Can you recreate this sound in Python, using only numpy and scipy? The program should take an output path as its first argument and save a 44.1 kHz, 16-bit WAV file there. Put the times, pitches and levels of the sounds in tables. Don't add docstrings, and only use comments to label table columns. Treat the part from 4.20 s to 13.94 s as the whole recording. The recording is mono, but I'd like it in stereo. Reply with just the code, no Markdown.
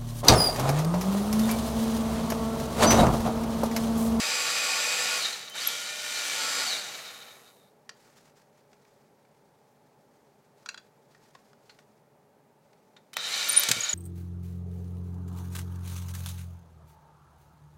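import sys
import numpy as np
from scipy import signal
from scipy.fft import rfft, irfft, next_fast_len
from scipy.io import wavfile
from scipy.ndimage import uniform_filter1d

SR = 44100
rng = np.random.default_rng(int(sys.argv[2]) if len(sys.argv) > 2 else 0)


def output_pcm(signal):
    pcm = np.clip(np.atleast_2d(signal).T, -1, 1) * 32767
    wavfile.write(sys.argv[1], SR, np.round(pcm).astype(np.int16))


N = 429534
TIME = np.arange(N) / SR
FULL_SPEED_HZ = 278
CARRIER_RATIO = .2147
BITE_S = .035

# hz, width_hz, lift_db
CASING_MODES = [(602.5, 18, 6.5), (793, 150, 5), (995, 350, -2.5), (1116, 110, 5), (1424, 190, 8),
                (1805, 260, 4.5), (2340, 91, -0.5), (2610, 200, -4.5), (3220, 68, -3.5), (3530, 110, -5),
                (3670, 350, 3), (4640, 180, 6.5), (4680, 47, -9), (5900, 40, -2), (6047, 350, 5.5),
                (7240, 420, 3.5)]
# pulled_s, let_go_s, spin_up_s (time constant), slack_ring_db
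TRIGGER_PULLS = [(-1, .972, .06, 0), (1.344, 2.432, .042, -2), (8.955, 10.5, .055, 5)]
# time_s, speed_hz
DRIVEN_SPEED = [(0, 281), (.13, 278.3), (.98, 277.8), (1.45, 291), (1.55, 291), (1.78, 302), (2.05, 292),
                (2.2, 276), (2.45, 275.5), (9.1, 278), (9.25, 288), (9.4, 291), (9.52, 276), (9.6, 290),
                (9.73, 295)]
# time_s, load_db
GEAR_LOAD = [(0, -1), (.1, -0.5), (.9, -0.44), (1.05, -1), (1.3, -7.5), (1.46, -5), (1.75, -9.5), (1.9, -6),
             (2.2, -2), (2.56, -0.5), (2.62, -4), (2.72, -1.5), (3.3, -2), (9.02, -8), (9.15, -4),
             (9.44, -3), (9.56, -6), (9.74, -10)]
# start_s, end_s, depth (0-1), song_db, song_roughness (0-1), howl_db
CUTS = [(-1, 1.02, 1, -41.5, .2, -43), (2.17, 2.53, .85, -43.5, .6, -58)]


def from_db(db):
    return np.exp(np.asarray(db) * (np.log(10) / 20))


def rms_one(x):
    return x / np.sqrt(np.mean(x ** 2) + 1e-20)


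def in_time(curve):
    return np.interp(TIME, *np.transpose(curve))


def between(start_s, end_s, edge_s):
    return .5 * (np.tanh((TIME - start_s) / edge_s) - np.tanh((TIME - end_s) / edge_s))


def bell_curve(centre_s, half_width_s):
    return from_db(-10 * np.minimum(((TIME - centre_s) / half_width_s) ** 2, 20))


def drift(rate_hz):
    knots = rng.standard_normal(N // 32)
    return np.interp(TIME * rate_hz, np.arange(len(knots)), knots * np.sqrt(1.5))


def filtered(x, hz, kind, order=2):
    return signal.sosfilt(signal.butter(order, hz, kind, fs=SR, output="sos"), x)


def coloured(x, spectrum):
    hz, db = np.transpose(spectrum)
    size = next_fast_len(N)
    bins_hz = np.maximum(np.fft.rfftfreq(size, 1 / SR), 1)
    gain = from_db(np.interp(np.log(bins_hz), np.log(hz), db))
    return irfft(rfft(x, size) * gain, size)[:N]


def resonate(x, modes):
    for hz, width_hz, lift_db in modes:
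        gain, half_width = from_db(lift_db / 2), np.pi * width_hz / SR
        tuning = -2 * np.cos(2 * np.pi * hz / SR)
        x = signal.lfilter([1 + half_width * gain, tuning, 1 - half_width * gain],
                           [1 + half_width / gain, tuning, 1 - half_width / gain], x + 1e-18)
    return x


def rough_tone(cycles, roughness, flutter_hz, waver_db):
    phase = 2 * np.pi * (cycles % 1)
    steady = np.sqrt(2 * (1 - roughness)) * from_db(waver_db * drift(14))
    noise_band = drift(flutter_hz) * np.sin(phase) + drift(flutter_hz) * np.cos(phase)
    return steady * np.sin(phase) + np.sqrt(roughness) * noise_band


def motor_speed():
    drag_s, friction_hz = .65, 60
    driven, speed = in_time(DRIVEN_SPEED), np.zeros(N)
    for pulled_s, let_go_s, spin_up_s, _ in TRIGGER_PULLS:
        lag = (driven - np.interp(pulled_s, TIME, speed)) * np.exp(-np.abs(TIME - pulled_s) / spin_up_s)
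        speed = np.where(TIME > pulled_s, np.maximum(driven - lag, 0), speed)
        let_go_hz = np.interp(let_go_s, TIME, speed)
        coast = (let_go_hz + friction_hz) * np.exp(-np.abs(TIME - let_go_s) / drag_s) - friction_hz
        speed = np.where(TIME > let_go_s, np.maximum(coast, 0), speed)
    return speed


def worn_surface(turns, count):
    harmonics = np.exp(2j * np.pi * rng.random(count))
    surface = rms_one(irfft(np.append(0, harmonics), 16384))
    return surface[(turns % 1 * len(surface)).astype(int)]


def tooth_force(turns):
    teeth = np.diff(np.floor(9 * turns + .15 * drift(900)), prepend=0) > 0
    blows = teeth * rng.choice([-1, 1], N) * from_db(5 * np.clip(rng.standard_normal(N), -2, 2))
    blows /= np.sqrt(np.maximum(uniform_filter1d(blows ** 2, size=4000), .08))
    friction = from_db(-1) * rng.standard_normal(N)
    wear = from_db(-7.5) * worn_surface(CARRIER_RATIO * turns, count=240)
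    return (blows + friction + wear) * (1 + .098 * np.sin(2 * np.pi * CARRIER_RATIO * turns))


def casing_vibration(force):
    # hz, level_db
    spectrum = [(59, -55), (100, -23), (140, -18.5), (308, -19.5), (492, -11), (991, -14), (1390, -10),
                (1580, -10), (2420, 3), (2690, 1), (7610, -8), (15000, -21), (16000, -32)]
    body = resonate(coloured(force, spectrum), CASING_MODES)
    grind = filtered(filtered(body, 110, "high"), 1090, "low", order=4)
    rattle = filtered(filtered(body, 1250, "high", order=4), 7200, "low", order=4)
    hiss = filtered(body, 7600, "high", order=4)
    return rms_one(grind), rms_one(rattle), rms_one(hiss)


def brush_hiss():
    return rms_one(filtered(filtered(rng.standard_normal(N), 8000, "high"), 14000, "low", order=4))


def shaft_buzz(turns):
    harmonics = filtered(worn_surface(turns, count=22), 900, "high", order=1)
    return rms_one(resonate(harmonics, CASING_MODES))


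def gear_whine(turns):
    # speed_multiple, roughness (0-1), first_cut_db, second_cut_db, free_db
    shaft_orders = [(1, .1, -36, -22, -37), (1.8, .15, -20, -24, -38), (2, .2, -24, -22, -22),
                    (2.8, .4, -26.5, -26, -33), (3.214, .35, -22, -19, -25), (4, .5, -20.5, -23, -32),
                    (4.21, .45, -22, -21.5, -29), (4.825, .2, -22, -16, -20), (5.19, .2, -26, -20.5, -25),
                    (6, .2, -32, -24, -19), (6.39, .3, -24.5, -30, -29), (7, .35, -23.5, -24, -33),
                    (8.02, .08, -26, -25, -16.5), (8.356, .25, -29, -31, -33), (8.571, .2, -28, -33, -35),
                    (8.785, .15, -21, -30, -31), (9, .1, -24, -36, -32), (9.77, .5, -22, -28, -28),
                    (10.17, .5, -23, -30, -30), (11.2, .5, -25, -28, -26), (12, .4, -24, -21, -22),
                    (13, .3, -32, -31, -20), (14.25, .5, -27, -22, -27), (15.83, .3, -23, -15.5, -27),
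                    (16.15, .6, -26, -24, -25), (18.034, .3, -28, -15.5, -36), (18.7, .9, -22, -30, -28),
                    (27.12, .6, -19, -19, -33), (27.74, .5, -21, -26, -36)]
    # hz, width_hz, lift_db
    ring_gear = [(2305, 70, 9)]
    first, second = (between(start_s, end_s, BITE_S) for start_s, end_s, *_ in CUTS)
    tones = 0
    for multiple, roughness, first_db, second_db, free_db in shaft_orders:
        db = free_db + first * (first_db - free_db) + second * (second_db - free_db)
        tilt_db = 2.5 * np.log2(multiple / 7)
        tone = rough_tone(multiple * turns, roughness, flutter_hz=30 + 4 * multiple, waver_db=2.1)
        tones += from_db(db + tilt_db) * tone
    return resonate(tones, [*CASING_MODES, *ring_gear])


def gearbox_ring(force):
    # hz, width_hz, level_db
    metal_modes = [(566, 26, -10.5), (1417, 76, 2), (1780, 45, 3), (2303, 60, 4.5), (3060, 160, -2.5),
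                   (3750, 130, 11.5), (3930, 300, 0)]
    ring = sum(from_db(db) * signal.lfilter(*signal.iirpeak(hz, hz / width_hz, fs=SR), force)
               for hz, width_hz, db in metal_modes)
    return from_db(3.5 * drift(35)) * rms_one(filtered(ring, 480, "high"))


def deep_cut_song(turns):
    carrier_angle = 2 * np.pi * CARRIER_RATIO * turns
    mesh = from_db(-1.5) * rough_tone(9 * turns, roughness=.15, flutter_hz=66, waver_db=3)
    howl = rough_tone(8.9 * turns, roughness=1, flutter_hz=220, waver_db=1.5)
    howl *= 1 + .95 * np.cos(carrier_angle)
    out = 0
    for start_s, end_s, _, song_db, roughness, howl_db in CUTS:
        song = rough_tone(17.39 * turns, roughness, flutter_hz=500 * roughness, waver_db=1)
        song *= 1 + .3 * np.cos(3 * carrier_angle)
        tones = from_db(song_db) * song + from_db(howl_db) * (howl + mesh)
        out += between(start_s, end_s, BITE_S) * tones
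    return out


def bearing_screeches(turns):
    # centre_s, half_width_s, level_db, speed_multiple
    cries = [(1.042, 0.036, -31.5, 16.7), (1.138, 0.016, -35.5, 20.3), (1.191, .012, -43, 22.5),
             (1.42, 0.015, -36, 17.4), (1.49, 0.085, -38.5, 11.6), (1.97, 0.022, -38, 13.9),
             (2.493, 0.028, -31, 18.1), (2.535, 0.03, -33, 17.3), (2.585, 0.016, -36.5, 21.5)]
    return sum(from_db(db) * bell_curve(centre_s, half_width_s)
               * rough_tone(multiple * turns, roughness=1, flutter_hz=600, waver_db=1.5)
               for centre_s, half_width_s, db, multiple in cries)


def add(out, start_s, sound):
    at = round(start_s * SR)
    out[at:at + len(sound)] += sound[:max(N - at, 0)]


def knocks(contacts, body_modes, body_share, low_hz, attack_s, ring_db, gain_db):
    out, t = np.zeros(N), np.arange(SR // 5) / SR
    modes = [(hz, width_hz, body_share * lift_db) for hz, width_hz, lift_db in body_modes]
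    for start_s, level_db, lowpass_hz, ring_hz, t60_s in contacts:
        burst = rng.standard_normal(len(t)) * from_db(-60 * t / t60_s) * (1 - np.exp(-t / attack_s))
        burst = filtered(burst, lowpass_hz, "low", order=1)
        burst = filtered(burst, min(low_hz, .5 * ring_hz), "high")
        burst = resonate(burst, [*modes, (ring_hz, ring_hz / 7, ring_db)])
        add(out, start_s, from_db(level_db + gain_db) * rms_one(burst) * np.sqrt(t60_s))
    return out


def trigger_snaps():
    # start_s, level_db, lowpass_hz, ring_hz, t60_s
    contacts = [(1.298, -31, 14000, 8500, .015), (8.932, -32.5, 5000, 2100, 0.033),
                (8.939, -33, 6000, 3880, .025), (8.968, -10.5, 2800, 1920, 0.012)]
    return knocks(contacts, CASING_MODES, body_share=.4, low_hz=1000,
                  attack_s=.00026, ring_db=6, gain_db=-11)


def controller_whistle(speed_hz, cutting):
    # start_s, end_s
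    part_throttle = [(1.303, 2.432), (8.946, 10.5)]
    on = sum(between(start_s, end_s, edge_s=.005) for start_s, end_s in part_throttle)
    gain = from_db(-43.5 + .89 * in_time(GEAR_LOAD)) * on * (1 - cutting)
    roughness = .3 + .49 * speed_hz / FULL_SPEED_HZ
    return gain * rough_tone(3078 * TIME, roughness, flutter_hz=118.7, waver_db=1.5)


def chuck_chatter():
    # centre_s, half_width_s, level_db, pitch_hz
    rasps = [(1.388, 0.02, -38, 3780), (9.005, .014, -37, 3860), (9.062, 0.03, -33, 3880),
             (9.138, 0.037, -38, 4160), (9.212, .03, -37, 3800)]
    return sum(from_db(db) * bell_curve(centre_s, half_width_s)
               * rough_tone(hz * TIME, roughness=1, flutter_hz=457, waver_db=1)
               for centre_s, half_width_s, db, hz in rasps)


def bit_squeals():
    # peak_s, level_db, pitch_hz, length_s
    squeals = [(1.4743, -17.5, 11480, .004), (1.48, -40, 11400, .005), (2.077, -39, 9000, .009),
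               (9.288, -27, 13450, 0.0037), (9.2958, -16.5, 9080, 0.004), (9.3005, -18, 9000, .005),
               (9.312, -31, 8900, .005), (9.322, -31, 13400, .006), (9.331, -26.5, 9500, 0.0092),
               (9.365, -21, 9300, .004), (9.371, -13, 9400, .007), (9.377, -8.5, 9490, 0.0037),
               (9.3865, -21, 9350, .004), (9.396, -21, 13300, 0.0049), (9.404, -27, 9750, 0.0096),
               (9.6085, -22.5, 6700, .005), (9.6365, -28, 6780, .007), (9.643, -28, 6780, 0.009),
               (9.696, -22.5, 6970, 0.01), (9.7325, -18.5, 6770, .0045)]
    out, t = np.zeros(N), np.arange(-SR // 32, SR // 16) / SR
    waver = .0091 * drift(500)
    grip = from_db(1.1 * np.clip(drift(300), -1.5, 1.5))
    for peak_s, level_db, pitch_hz, length_s in squeals:
        swell = 1 / np.cosh(2 * t / (length_s * np.where(t < 0, .5, 1)))
        sag = .0059 * (1 - swell)
        hz = pitch_hz * (1 - sag + np.interp(peak_s + t, TIME, waver))
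        tone = np.sqrt(2) * np.sin(2 * np.pi * np.cumsum(hz) / SR)
        add(out, peak_s + t[0], from_db(level_db) * swell * tone)
    return out * grip


def hand_rubs():
    # start_s, length_s, level_db
    slides = [(3.758, 0.36, -62), (4.16, 0.095, -64), (4.349, 0.076, -65.5), (4.488, 0.43, -70),
              (5.9, 0.2, -71.5), (6.364, 0.34, -69.5), (6.886, 0.46, -67.5), (7.023, 0.076, -62),
              (7.424, 0.24, -67), (8.424, 0.78, -77)]
    # hz, level_db
    spectrum = [(500, -3.5), (1200, 1), (1900, -0.5), (3000, -6), (4500, -3), (7000, -5), (10000, -12.5),
                (15000, -16)]
    edge_s, fade_db = .026, 4.5
    slips = rng.standard_normal(N) * from_db(2.5 * drift(100))
    envelope = from_db(-77.5) * between(1.7, 7.8, edge_s)
    for start_s, length_s, db in slides:
        progress = np.clip((TIME - start_s) / length_s, 0, 1)
        slide = from_db(db - fade_db * progress) * between(start_s, start_s + length_s, edge_s)
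        envelope = np.maximum(envelope, slide)
    return envelope * rms_one(coloured(slips, spectrum))


def slack_clatter(turns):
    # hz, width_hz, lift_db
    slack_modes = [(1928, 300, 10.5), (2600, 200, 8.5), (3050, 190, 8.5), (6250, 250, 8), (6700, 180, 10.5),
                   (7600, 400, 5)]
    ticks = np.diff(np.floor(5 * turns + .25 * drift(200)), prepend=0) > 0
    blows = ticks * rng.choice([-1, 1], N) * from_db(3 * np.clip(rng.standard_normal(N), -2, 1.5))
    return rms_one(filtered(filtered(resonate(blows, slack_modes), 1600, "high"), 8500, "low"))


def drill():
    # full_db, db_per_speed_db, db_per_load_db, deep_cut_db, slow_coast_db
    grind_law = (-45, 0.97, 1.03, 0.5, -0.5)
    rattle_law = (-35, 2, 1, 0.57, -2.5)
    hiss_law = (-39, 1.9, 1.2, -1.9, -4.5)
    brush_law = (-52.5, 0.8, 1, -2, 4)
    buzz_law = (-43.5, 1, 1.5, -9.5, -5)
    whine_law = (-32.5, 1.9, .65, 3.5, -4)
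    ring_law = (-41.5, 1, 1.5, -10, 1)
    speed_hz = motor_speed()
    speed_db = 20 * np.log10(speed_hz / FULL_SPEED_HZ + 1e-4)
    turns = np.cumsum(speed_hz * (1 + .0012 * drift(25))) / SR
    powered = sum(between(on_s, off_s, edge_s=.005) for on_s, off_s, _, _ in TRIGGER_PULLS)
    spin_up_load_db = 11 * powered * (1 - speed_hz / in_time(DRIVEN_SPEED))
    load_db = in_time(GEAR_LOAD) + spin_up_load_db
    cutting = sum(depth * between(start_s, end_s, BITE_S) for start_s, end_s, depth, *_ in CUTS)
    coasting = (1 - powered) * .5 * (1 + np.tanh((160 - speed_hz) / 10))

    def level(law):
        full_db, by_speed, by_load, cut_db, coast_db = law
        running_db = full_db + by_speed * speed_db + by_load * load_db
        return from_db(running_db + cut_db * cutting + coast_db * coasting)

    force = tooth_force(turns)
    grind, rattle, hiss = casing_vibration(force)
    casing = level(grind_law) * grind + level(rattle_law) * rattle + level(hiss_law) * hiss
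    brushes = level(brush_law) * brush_hiss()
    buzz = level(buzz_law) * shaft_buzz(turns)
    whine = level(whine_law) * from_db(-5 * (1 - powered)) * gear_whine(turns)
    slack_db = sum(db * between(on_s, off_s, BITE_S) for on_s, off_s, _, db in TRIGGER_PULLS)
    shake_db = 1.5 * np.exp(-((speed_hz - 241) / 30) ** 2)
    throb = 1 + .25 * coasting * np.cos(2 * np.pi * CARRIER_RATIO * turns)
    ring = throb * level(ring_law) * from_db(slack_db + shake_db) * gearbox_ring(force)
    clatter = coasting * from_db(-44 + .8 * speed_db + load_db) * slack_clatter(turns)
    whistles = controller_whistle(speed_hz, cutting) + bearing_screeches(turns) + deep_cut_song(turns)
    return casing + brushes + buzz + whine + ring + clatter + whistles + chuck_chatter()


def casing_clicks():
    # start_s, level_db, lowpass_hz, ring_hz, t60_s
    contacts = [(3.692, -24, 7000, 4830, 0.025), (3.985, -47, 4000, 1610, 0.018),
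                (4.53, -43, 7050, 2580, 0.019), (4.65, -48.5, 3000, 2500, 0.019),
                (5.05, -50, 3022, 2300, 0.013), (6.947, -43, 4000, 1820, 0.03),
                (7.15, -35, 2000, 1020, 0.028), (7.331, -40.5, 1600, 1240, 0.012),
                (7.494, -39.5, 4030, 4200, 0.077), (7.588, -39, 5000, 2100, 0.019),
                (8.53, -48.5, 3010, 2000, 0.026), (8.764, -41, 2500, 3720, 0.059)]
    clicks = knocks(contacts, CASING_MODES, body_share=.85, low_hz=960,
                    attack_s=.0011, ring_db=12, gain_db=-12)
    return filtered(clicks, 6100, "low")


def chuck_clacks():
    # start_s, level_db, lowpass_hz, ring_hz, t60_s
    contacts = [(6.4595, -24.5, 3500, 1500, 0.021), (6.4885, -17, 5060, 2640, 0.023),
                (6.497, -38, 7000, 6750, 0.05), (6.5435, -24, 1800, 1380, 0.011),
                (6.5752, -29.5, 2500, 4600, 0.034)]
    # hz, width_hz, lift_db
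    chuck_modes = [(1500, 520, 12), (2000, 200, -8), (2620, 420, 8.5), (2970, 250, -8), (3380, 200, 10),
                   (3700, 150, -3), (4020, 260, 15), (4730, 180, 13), (5820, 90, 13), (6740, 270, 11),
                   (7300, 400, 9)]
    clacks = knocks(contacts, chuck_modes, body_share=1, low_hz=1200,
                    attack_s=.0011, ring_db=5, gain_db=-12.5)
    return filtered(filtered(clacks, 790, "high"), 7000, "low")


def bit_catches():
    # start_s, level_db, lowpass_hz, ring_hz, t60_s
    contacts = [(9.434, -11, 12100, 4600, 0.032), (9.4875, -10.5, 7000, 6800, 0.049),
                (9.514, -3.5, 7040, 3530, 0.029)]
    cracks = knocks(contacts, CASING_MODES, body_share=.11, low_hz=1760,
                    attack_s=.00016, ring_db=6, gain_db=-11)
    return filtered(cracks, 11000, "low", order=1)


def bench_thuds():
    # hz, level_db, t60_s
    bench_modes = [(128, -1.5, 0.1), (167, -2.5, 0.1), (220, 2, 0.056), (323, -1.5, 0.063), (464, 4, 0.031)]
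    # start_s, level_db
    jolts = [(9.489, -33), (9.5065, -28), (9.514, -33.5), (9.566, -36), (9.583, -38)]
    out, t = np.zeros(N), np.arange(SR // 2) / SR
    ring = sum(from_db(db - 60 * t / t60_s) * np.sin(2 * np.pi * hz * t) for hz, db, t60_s in bench_modes)
    for start_s, level_db in jolts:
        add(out, start_s, from_db(level_db - 6) * ring)
    return filtered(out, 118, "high", order=3)


def workshop(direct, t60_s, wet_db, wall_hz):
    # hz, level_db
    spectrum = [(15, -76), (25, -34.5), (80, -20), (114, -9.5), (185, -8.5), (212, -3.5), (256, -9),
                (373, -8.5), (405, -1.5), (516, -11.5), (863, -13), (1070, -17.5), (2280, -25.5),
                (2910, -30.5), (16000, -36.5)]
    # hz, width_hz, lift_db
    room_modes = [(144.5, 26, 7.5), (238.5, 6.3, 2.5), (316.7, 37, -3.5), (387, 43, -1.5), (575, 73.3, 7.5),
                  (846, 161, 5.5)]
    background = from_db(-62.5) * rms_one(resonate(coloured(rng.standard_normal(N), spectrum), room_modes))
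    t = np.arange(SR // 2) / SR
    tail = filtered(rng.standard_normal(len(t)), wall_hz, "low", order=1)
    tail *= from_db(-60 * t / t60_s) * (t > .004)
    reflections = signal.fftconvolve(direct, tail / np.linalg.norm(tail))[:N]
    return direct + from_db(wet_db) * reflections + background


def scene():
    impacts = casing_clicks() + chuck_clacks() + bit_catches() + trigger_snaps() + bench_thuds()
    direct = impacts + drill() + bit_squeals() + hand_rubs()
    mono = workshop(direct, t60_s=.24, wet_db=-16, wall_hz=4990)
    return np.array([mono, mono])


def record(dry):
    return signal.sosfilt(signal.ellip(10, .1, 80, 15900, fs=SR, output="sos"), dry)


dry = scene()
out = record(dry)
output_pcm(out)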